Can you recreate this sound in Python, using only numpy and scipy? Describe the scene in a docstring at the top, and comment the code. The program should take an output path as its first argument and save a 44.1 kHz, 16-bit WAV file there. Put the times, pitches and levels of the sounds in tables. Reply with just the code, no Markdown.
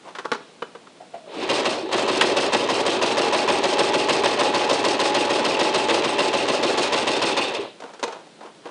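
"""A household sewing machine stitches a leather strap on a table in a small room, close by.
The presser foot clicks onto the work, the drive squeaks twice, then the motor starts, nearly stalls
and runs at almost seven stitches a second. Each shaft turn repeats the same knocks and thumps over
a loose steel rattle, louder with speed. A lever snaps, the motor whines, the uncovered needle plate
rings. The machine coasts to a stop and a hand clacks against it."""
import sys
import numpy as np
from scipy import signal
from scipy.io import wavfile

SR = 44100
rng = np.random.default_rng(int(sys.argv[2]) if len(sys.argv) > 2 else 0)


def dump_mix(stems):
    """Bounce the given channels to the path in sys.argv[1] as a 16-bit WAV at rate SR."""
    frames = np.atleast_2d(stems).T  # one column per channel
    limited = np.clip(frames, -1, 1)  # hard clip at full scale
    pcm = np.round(limited * 32767).astype(np.int16)
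    wavfile.write(sys.argv[1], SR, pcm)


N = 383802
TIME = np.arange(N) / SR
FULL_TURNS_PER_S = 6.6


def amp(db):
    """dB to gain."""
    return 10 ** (np.asarray(db) / 20)


def evened(x):
    """Scales to rms 1."""
    return x / np.sqrt(np.mean(x ** 2) + 1e-20)


def read(points, hz):
    """Interpolates a table over log frequency."""
    f, value = np.transpose(points)
    return np.interp(np.log(hz + 1), np.log(f + 1), value)


def add(mix, s, sound):
    """Mixes a sound in at time s."""
    part = mix[max(round(s * SR), 0):][:len(sound)]
    part += sound[:len(part)]


def coloured(x, points, peaks=()):
    """Minimum-phase filter from a smooth spectrum and resonance peaks."""
    hz = abs(np.fft.fftfreq(4096, 1 / SR))
    db = read(points, hz) + sum(rise / (1 + (2 * (hz - f) / width) ** 2) for f, width, rise in peaks)
    log_response = np.conj(signal.hilbert(np.log(amp(db))))
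    taps = np.fft.ifft(np.exp(log_response)).real
    half = len(taps) // 2
    return signal.fftconvolve(x, taps[:half] * np.hanning(len(taps))[half:])[:len(x)]


def ringing(t60s, length_s):
    """Dense modes struck at once: noise with a decay time per frequency, energy 1."""
    count = int(length_s * SR)
    hz, t, spectrum = signal.stft(rng.standard_normal(count), SR, nperseg=128)
    t60 = np.maximum(read(t60s, hz), .005)[:, None]
    tail = signal.istft(spectrum * amp(-60 * t / t60) / np.sqrt(t60), SR)[1][:count]
    return tail / np.linalg.norm(tail)


def wavering(hz, width_hz, rough):
    """Tone on a pitch curve, wavering in amplitude and phase, rms 1."""
    lowpass = signal.butter(2, width_hz, fs=SR, output="sos")
    waver = signal.sosfilt(lowpass, rng.standard_normal((2, len(hz))))
    carrier = np.exp(2j * np.pi * np.cumsum(hz) / SR)
    modulation = 1 + rough * (evened(waver[0]) + 1j * evened(waver[1]))
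    return evened((carrier * modulation).real)


def wander(per_s):
    """Slow random curve, rms 1."""
    knots = rng.standard_normal(int(N / SR * per_s) + 2)
    return evened(np.interp(TIME * per_s, np.arange(len(knots)), knots))


def strikes(hits, colour, modes, crack, bright_hz=(500, 5000), ring_rise_s=.0015):
    """Hard contacts and short chatter sound through the struck part; its modes ring on."""
    out, t = np.zeros(N), np.arange(SR // 2) / SR
    for s, db, bright_db, t60, ring_db, ring_bright_db in hits:
        tilt = list(zip(bright_hz, (0, ring_bright_db)))
        ring = sum(amp(mode_db + read(tilt, hz) - 60 * t / mode_t60) * np.sin(2 * np.pi * hz * t)
                   for hz, mode_db, mode_t60 in modes)
        ring *= 1 - np.exp(-t / ring_rise_s)
        chatter = (1 - np.exp(-t / .0013)) * amp(-60 * t / t60) * rng.standard_normal(len(t))
        contact = chatter / np.linalg.norm(chatter) + crack * (t == 0)
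        blow = coloured(coloured(contact, colour), list(zip(bright_hz, (0, bright_db))))
        attack_rms = blow[:SR // 250].std()
        add(out, s, amp(db) * (blow / attack_rms + amp(ring_db) * ring))
    return out


def room_air(level_db=-49.5):
    """Quiet, steady air of the room."""
    # air spectrum: f/Hz, level/dB
    colour = [(30, -33), (90, -24), (160, -5), (270, -5), (450, -4), (900, -11), (1800, -16.5),
              (3800, -16.5), (6000, -23), (10000, -27)]
    return amp(level_db) * evened(coloured(rng.standard_normal(N), colour))


def strap_rubs(grains_per_s=1500, slide=.66):
    """Hands slide leather over the bed: grainy rubs that swell and fade."""
    # leather spectrum: f/Hz, level/dB
    colour = [(30, -48), (80, -32), (200, -12), (400, -2), (1050, -1), (1700, -14), (3200, -17),
              (6000, -27), (10000, -35)]
    # rubs: centre t/s, half length/s, level/dB
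    rubs = [(0.085, 0.035, -38), (7.87, 0.06, -43), (8.11, 0.09, -38), (8.455, 0.04, -41),
            (8.68, 0.03, -40)]
    grains = rng.standard_normal(N) * (rng.random(N) < grains_per_s / SR)
    scuff = evened(coloured(evened(grains) + slide * rng.standard_normal(N), colour))
    return scuff * sum(amp(db) * np.exp(-((TIME - s) / half_s) ** 2) for s, half_s, db in rubs)


def presser_foot():
    """The foot clicks as it is set on the work."""
    # contacts: t/s, level/dB, brightness/dB, t60/s, ring/dB, ring brightness/dB
    hits = [(.151, -31.5, 2, .1, -20, 0), (.186, -27, -1, .07, -17, 0), (.246, -35, -6, .06, -20, -6),
            (.253, -25, -8, .04, -20, -6), (.317, -18, -7, .035, -15, -4), (.331, -27, 8, .047, -12, -4),
            (.346, -31, 0, .06, -4, -14), (.405, -41, -15, .066, -20, -10),
            (.622, -24.5, -12, .045, -15, 4), (.7505, -34, -10, .05, -22, -6),
            (.87, -43, -5, .034, -19, -6)]
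    # contact spectrum: f/Hz, level/dB
    colour = [(35, -55), (110, -28), (280, -3), (470, -1), (720, -7), (1100, 2), (1500, -2.5),
              (2300, -11.5), (4000, -14), (6000, -21.5), (10000, -33)]
    # foot modes: f/Hz, level/dB, t60/s
    modes = [(415, 1, .16), (505, -2, .14), (1140, -6, .1), (1610, -10, .1), (2988, -1, .12),
             (3526, -12, .08), (4050, -12, .1)]
    return strikes(hits, colour, modes, crack=.32)


def squeaks(rise_s=.005, t60_s=.16, sag_hz_per_s=200, scrape_db=-6):
    """The drive slips as it takes up: a rough, sagging tone in a dry scrape."""
    # slips: t/s, f/Hz, level/dB
    slips = [(1.002, 725, -35.5), (1.136, 690, -28)]
    # scrape spectrum: f/Hz, level/dB
    colour = [(100, -30), (400, -10), (700, 0), (1100, -15), (3000, -21), (9000, -42)]
    out, t = np.zeros(N), np.arange(SR // 3) / SR
    for s, hz, db in slips:
        scrape = evened(coloured(rng.standard_normal(len(t)), colour))
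        tone = wavering(hz - sag_hz_per_s * t, width_hz=110, rough=.4)
        envelope = (1 - np.exp(-t / rise_s)) * amp(db - 60 * t / t60_s)
        add(out, s, (tone + amp(scrape_db) * scrape) * envelope)
    return out


def groans():
    """The loaded motor hums in short glides as it starts and as it nearly stalls."""
    # glides: t/s, length/s, first f/Hz, last f/Hz, level/dB
    glides = [(1.19, .18, 640, 630, -48), (1.355, .1, 290, 380, -32), (1.775, .06, 560, 550, -32),
              (1.815, .085, 300, 400, -31)]
    out = np.zeros(N)
    for s, length_s, first_hz, last_hz, db in glides:
        progress = np.linspace(0, 1, int(length_s * SR))
        hum = wavering(first_hz + (last_hz - first_hz) * progress, width_hz=60, rough=.5)
        add(out, s, amp(db) * np.sqrt(4 * progress * (1 - progress)) * hum)
    return out


def shaft(start_turns=.186):
    """Pace (1 at full speed) and angle in turns; the needle strikes at whole turns."""
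    # shaft speed: t/s, speed/(turns/s)
    speeds = [(1.26, 0.0), (1.439, 5.62), (1.56, 6.709), (1.696, 5.777), (1.795, 2.344), (1.882, 2.166),
              (1.944, 6.027), (2.172, 7.366), (2.502, 5.999), (2.75, 6.034), (3.195, 6.495), (4.101, 6.627),
              (5.0, 6.603), (5.5, 6.755), (7.303, 6.771), (7.504, 5.504), (7.62, 3.804), (7.74, 0.0)]
    turns_per_s = np.interp(TIME, *np.transpose(speeds), left=0, right=0)
    return turns_per_s / FULL_TURNS_PER_S, start_turns + np.cumsum(turns_per_s) / SR


def passes(angle, phase):
    """Times in s at which the shaft passes one phase of its turn."""
    marks = np.arange(np.ceil(angle[0] - phase), angle[-1] - phase) + phase
    return TIME[np.searchsorted(angle, marks)]


def drive(pace, full_speed_db=-33):
    """Belt and motor rumble whenever the shaft turns."""
    # rumble spectrum: f/Hz, level/dB
    colour = [(30, -9), (60, -18), (110, -24), (200, -11), (380, 0), (480, 0), (580, -2), (1000, -8),
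              (1400, -13), (2400, -10), (4000, -8.5), (9000, -67.5)]
    return amp(full_speed_db) * evened(coloured(rng.standard_normal(N), colour)) * pace ** .85


def knocks(angle, slop_s=.0006, uneven_db=1.2, glance=.5, tilt_hz=(139, 3330)):
    """Needle bar, hook, take-up and feed strike the frame, a little differently each turn."""
    # joints: phase/turns, level/dB, hardness (treble up, bass down)/dB
    joints = [(-.014, 0, 1), (.028, -2, 5.5), (.066, -3, 7), (.108, -4.5, 5.5), (.13, 2, 3),
              (0.186, -3.5, -1.5), (.24, -7.5, -1), (.37, -0.5, 0), (.432, -1, -0.5), (.497, -3, -2),
              (.565, -2.5, 1), (.615, -0.5, -0.5), (.655, -5.5, 3), (.715, -0.5, -1.5), (.765, -3, -3),
              (.83, -4, -0.5), (.9, -1, -1)]
    # ring of a blow: f/Hz, t60/s
    decay = [(150, 0.17), (420, 0.051), (1200, 0.079), (3000, 0.055), (9000, 0.0015)]
    out, t = np.zeros(N), np.arange(SR // 10) / SR
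    seating = 1 - np.exp(-t / .002)  # an oiled joint takes up its play softly
    for phase, db, hard_db in joints:
        tilt = list(zip(tilt_hz, (-hard_db, hard_db)))
        blow, *others = [coloured(seating * ringing(decay, .1), tilt) for _ in range(4)]
        for s, (late, harder, *glancing) in zip(passes(angle, phase), rng.standard_normal((50, 5))):
            knock = blow + glance * np.dot(glancing, others)  # glancing blows wake other modes
            add(out, s + slop_s * late, amp(db + uneven_db * harder) * knock)
    return evened(out)


def bursts(angle, between_db=-9, play_turns=.016, uneven_db=1.8):
    """Envelope of the shaking of loose parts: bursts near set angles, varying per stitch."""
    # shakes from needle, take-up and feed: phase/turns, half width/turns, level/dB
    shakes = [(0.059, 0.032, 15), (0.142, 0.048, 4.5), (0.29, 0.041, 4), (.40, 0.14, 9.5), (0.56, .07, 1),
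              (0.701, 0.061, 7.5)]
    loose = angle + play_turns * wander(15)
    peaks = sum(amp(db) * np.exp(-(((loose - phase + .5) % 1 - .5) / width) ** 2)
                for phase, width, db in shakes)
    turning = (angle > angle[0]) & (angle < angle[-1])
    return (amp(between_db) + peaks) * amp(uneven_db * wander(60)) * turning


def rattle(angle, ticks_per_s=1700, spread_db=1.0, hiss=.39):
    """Loose steel and running thread tick at random within the bursts."""
    # rattle spectrum ahead of the casing: f/Hz, level/dB
    colour = [(100, -12), (400, -1), (1000, -8), (2500, -6.5), (5000, 1.5), (9000, -2.5)]
    ticks = (rng.random(N) < ticks_per_s / SR) * rng.choice([-1, 1], N)
    strength = amp(spread_db * np.minimum(rng.exponential(1, N), 4))
    noise = evened(ticks * strength) + hiss * rng.standard_normal(N)
    return evened(coloured(noise * bursts(angle), colour))


def clatter(angle, modes, taps_per_s):
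    """Loose steel parts, tapped at random within the bursts, ring one mode each; rms 1."""
    out, t = np.zeros(N), np.arange(SR // 12) / SR
    for hz, width_hz, db in modes:
        taps = rng.uniform(-.94, 1, N) * (rng.random(N) < taps_per_s / SR) * bursts(angle)
        ring = np.exp(-np.pi * width_hz * t) * np.sin(2 * np.pi * hz * t)
        out += amp(db) * evened(signal.oaconvolve(taps, ring)[:N])
    return evened(out)


def thump(hz, db, t60_s, rise_s=.0033):
    """One low casing mode, pushed softly."""
    t = np.arange(SR // 8) / SR
    return (1 - np.exp(-t / rise_s)) * amp(db - 60 * t / t60_s) * np.sin(2 * np.pi * hz * t)


def thumps(angle, uneven_db=1.0, detune=.008):
    """Heavy parts reverse at set angles, each ringing one low casing mode."""
    # reversals: phase/turns, f/Hz, level re body/dB, t60/s
    reversals = [(-.02, 995, 15.5, 0.024), (-.03, 550, 10, 0.032), (-.04, 392, 5, 0.053),
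                 (.03, 571, 6.5, 0.058), (0.071, 408, 1.5, 0.035), (.085, 550, 10.5, 0.06),
                 (0.101, 1074, 9.5, 0.03), (0.167, 358, 14.5, 0.05), (0.171, 299, 9, 0.051),
                 (0.349, 561, 2, 0.043), (0.37, 369, 9, 0.049), (.54, 395, 6.5, .04), (.63, 568, 4, 0.081),
                 (0.678, 383, 9, 0.068), (0.719, 304, 7, 0.026), (0.811, 398, 14, 0.032)]
    out = np.zeros(N)
    for phase, hz, db, t60_s in reversals:
        for s, (harder, off) in zip(passes(angle, phase), rng.standard_normal((50, 2))):
            add(out, s, thump(hz * (1 + detune * off), db + uneven_db * harder, t60_s))
    return out


def thuds(angle, first_hz=400, last_hz=82, fall_s=.009, t60_s=.06, uneven_db=1.5):
    """The machine rocks on its table four times a turn: soft thuds falling in pitch."""
    # rocking: phase/turns, level re body/dB
    rocks = [(.045, -3.5), (.145, -0.5), (0.385, -4.5), (.695, -2.5)]
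    out, t = np.zeros(N), np.arange(SR // 8) / SR
    hz = last_hz + (first_hz - last_hz) * np.exp(-t / fall_s)
    thud = (1 - np.exp(-t / .003)) * amp(-60 * t / t60_s) * np.sin(2 * np.pi * np.cumsum(hz) / SR)
    for phase, db in rocks:
        for s, softer in zip(passes(angle, phase), rng.standard_normal(50)):
            add(out, s, amp(db - uneven_db * softer) * thud)
    return out


def machine(pace, angle, body_db=-26, steel_db=-24.5, knock_db=-3, rattle_db=-1, split_hz=1600):
    """Knocks and rattle sound through the casing; steel treble rises faster with speed than the body."""
    # casing on its table: f/Hz, gain/dB
    casing = [(30, -55), (55, -36.5), (120, -17), (190, -20), (300, -4), (380, -5), (480, -4.5), (570, -1),
              (740, -6), (920, -3.5), (1050, -7), (1450, -14), (3700, -17), (7000, -26), (10000, -32)]
    # peaks and dips of the steel frame: f/Hz, width/Hz, gain/dB
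    frame = [(1930, 59, 3.5), (2350, 80, 0.5), (2640, 41, 9.5), (3210, 120, 0.5), (3920, 100, -5.5),
             (5020, 120, 1), (5670, 130, -5.5), (7250, 270, -2.5), (8230, 1560, 2.5)]
    # modes of loose parts: f/Hz, width/Hz, level/dB
    loose_modes = [(2490, 50, -1), (2657, 32, -4), (2800, 72, 1), (3144, 110, -0.5), (3613, 79, -4.5),
                   (3950, 64, -4.5), (4206, 60, -5), (4464, 45, -6), (5380, 120, -6.5), (8320, 100, -10)]
    # level drift along the seam: t/s, body/dB, steel/dB
    drift = [(1.28, -2, -22), (1.371, -7.5, -15.5), (1.5, 1, -4), (2.1, 0.5, -5.5), (2.5, 1.5, -5),
             (3.3, 2, -4), (5.602, 1, -4.8), (6.6, 0.5, -5.5), (7.35, -0.5, -4), (7.56, -4.5, -9),
             (7.66, -5, -24), (7.71, -20, -24)]
    s, body_drift_db, steel_drift_db = np.transpose(drift)
    impacts = coloured(amp(knock_db) * knocks(angle) + amp(rattle_db) * rattle(angle), casing, frame)
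    low = signal.sosfiltfilt(signal.butter(3, split_hz, fs=SR, output="sos"), impacts)
    high = impacts - low
    running = pace > 0
    body = low / low[running].std() + thumps(angle) + thuds(angle)
    steel = high / high[running].std() + amp(-6) * clatter(angle, loose_modes, taps_per_s=120)
    out = body * pace ** .31 * amp(body_db + np.interp(TIME, s, body_drift_db))
    out += steel * pace ** .86 * amp(steel_db + np.interp(TIME, s, steel_drift_db))
    add(out, 7.592, thump(hz=410, db=-15, t60_s=.1))  # the mechanism settles as it stops
    return out


def lever():
    """A lever snaps home while the machine runs."""
    # contacts: t/s, level/dB, brightness/dB, t60/s, ring/dB, ring brightness/dB
    hits = [(2.2108, -10.2, 2, .025, -16, 0), (2.218, -16.5, -1, .03, -16, 0)]
    # contact spectrum: f/Hz, level/dB
    colour = [(35, -60), (150, -32), (500, -12), (950, -2), (2200, 4), (3500, -5.5), (6000, -20),
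              (10000, -22)]
    # lever modes: f/Hz, level/dB, t60/s
    modes = [(895, 13, 0.07), (1270, 8, .05), (1840, -4, 0.057)]
    return strikes(hits, colour, modes, crack=.26)


def whine(angle, dip=.65, wobble=.01):
    """The motor's tone dips in level at each needle stroke and wavers in pitch with the load."""
    # motor tone: t/s, f/Hz, level/dB
    track = [(3.0, 812, -42), (3.17, 820, -29), (3.35, 830, -29), (3.5, 826, -29), (3.8, 835, -30),
             (4.15, 842, -30.5), (4.38, 830, -31), (4.58, 841, -31), (4.93, 825, -30), (5.25, 849, -31),
             (5.4, 847, -31), (5.8, 858, -30.5), (6.0, 852, -34), (6.2, 855, -32), (6.5, 847, -34),
             (6.95, 861, -34), (7.2, 850, -33.5), (7.38, 825, -34), (7.48, 765, -39), (7.6, 690, -48)]
    s, hz, db = np.transpose(track)
    stroke = np.cos(np.pi * angle) ** 16
    load = np.cos(2 * np.pi * angle) / 2 + np.cos(6 * np.pi * (angle - .54))
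    pitch_hz = np.interp(TIME, s, hz) * (1 + wobble * load + .004 * wander(14))
    level = amp(np.interp(TIME, s, db, left=-120, right=-120))
    return level * (1 - dip * stroke) * wavering(pitch_hz, width_hz=30, rough=.2)


def needle_plate(angle):
    """As the strap runs off the plate, the bare steel rings under quick loose taps."""
    # plate modes: f/Hz, width/Hz, level/dB
    modes = [(2470, 60, -1), (2660, 60, -1), (2830, 70, -3), (3550, 70, 0), (3700, 70, -2), (4430, 60, -8)]
    # swell of the ringing: t/s, level/dB
    swell = [(5.5, -48), (6.5, -42), (6.95, -39), (7.25, -35), (7.44, -32), (7.54, -39), (7.66, -54)]
    level = amp(np.interp(TIME, *np.transpose(swell), left=-120, right=-120))
    return level * clatter(angle, modes, taps_per_s=200)


def hand_bumps():
    """A hand reaches behind the needle and knocks the casing."""
    # contacts: t/s, level/dB, brightness/dB, t60/s, ring/dB, ring brightness/dB
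    hits = [(7.801, -39, -3, .05, -22, 0), (7.821, -35, -12, .05, -16, -6),
            (7.837, -36, -16, .035, -20, -6), (7.935, -40, -6, .09, -18, 0), (7.994, -38, -6, .06, -18, -6),
            (8.028, -21, -6, .045, -11, -2), (8.036, -20.5, -4, .04, -13, -2),
            (8.077, -30, -8, .06, -12, 0), (8.123, -37, -4, .08, -9, 5), (8.268, -43, -15, .05, -18, -8),
            (8.408, -40, -18, .05, -16, -6), (8.45, -42, -19, .07, -10, -10),
            (8.654, -36.5, -20, .09, -12, -10)]
    # contact spectrum: f/Hz, level/dB
    colour = [(35, -52), (100, -34), (300, -3), (490, 3), (700, 0), (930, -1), (1130, -5), (1350, -2),
              (2200, -9), (4000, -9), (6500, -13), (10000, -26)]
    # casing modes: f/Hz, level/dB, t60/s
    modes = [(480, 5, 0.16), (657, -3, 0.28), (899, 1, 0.33), (942, -1, 0.36), (1034, -6, .3),
             (1320, -3, 0.2), (2476, -10, .25), (2842, -12, .22), (3187, -11, 0.2)]
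    return strikes(hits, colour, modes, crack=.035)


def scene(room_db=-11, room_delay_s=.006):
    """Machine and hands in a small furnished room."""
    # reverberation: f/Hz, t60/s
    room_decay = [(150, 0.057), (500, 0.42), (1500, 0.3), (4000, 0.64), (9000, 0.06)]
    pace, angle = shaft()
    direct = machine(pace, angle) + drive(pace) + strap_rubs()
    direct += presser_foot() + lever() + hand_bumps()
    direct += whine(angle) + groans() + needle_plate(angle) + squeaks()
    out = direct + room_air()
    reverb = signal.oaconvolve(direct, ringing(room_decay, .6))[:N]
    add(out, room_delay_s, amp(room_db) * reverb)
    return out[None]


def record(dry, bass_cut_hz=65, ceiling=.7, edge_hz=10120):
    """A small microphone loses deep bass; the loudest peaks are rounded off, and a band limit follows."""
    thin = signal.sosfilt(signal.butter(2, bass_cut_hz, "high", fs=SR, output="sos"), dry)
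    rounded = thin / (1 + (thin / ceiling) ** 6) ** (1 / 6)
    lowpass = signal.firwin(701, edge_hz, window=("kaiser", 8), fs=SR)
    return signal.oaconvolve(rounded, lowpass[None], "same")


dry = scene()
out = record(dry)
dump_mix(out)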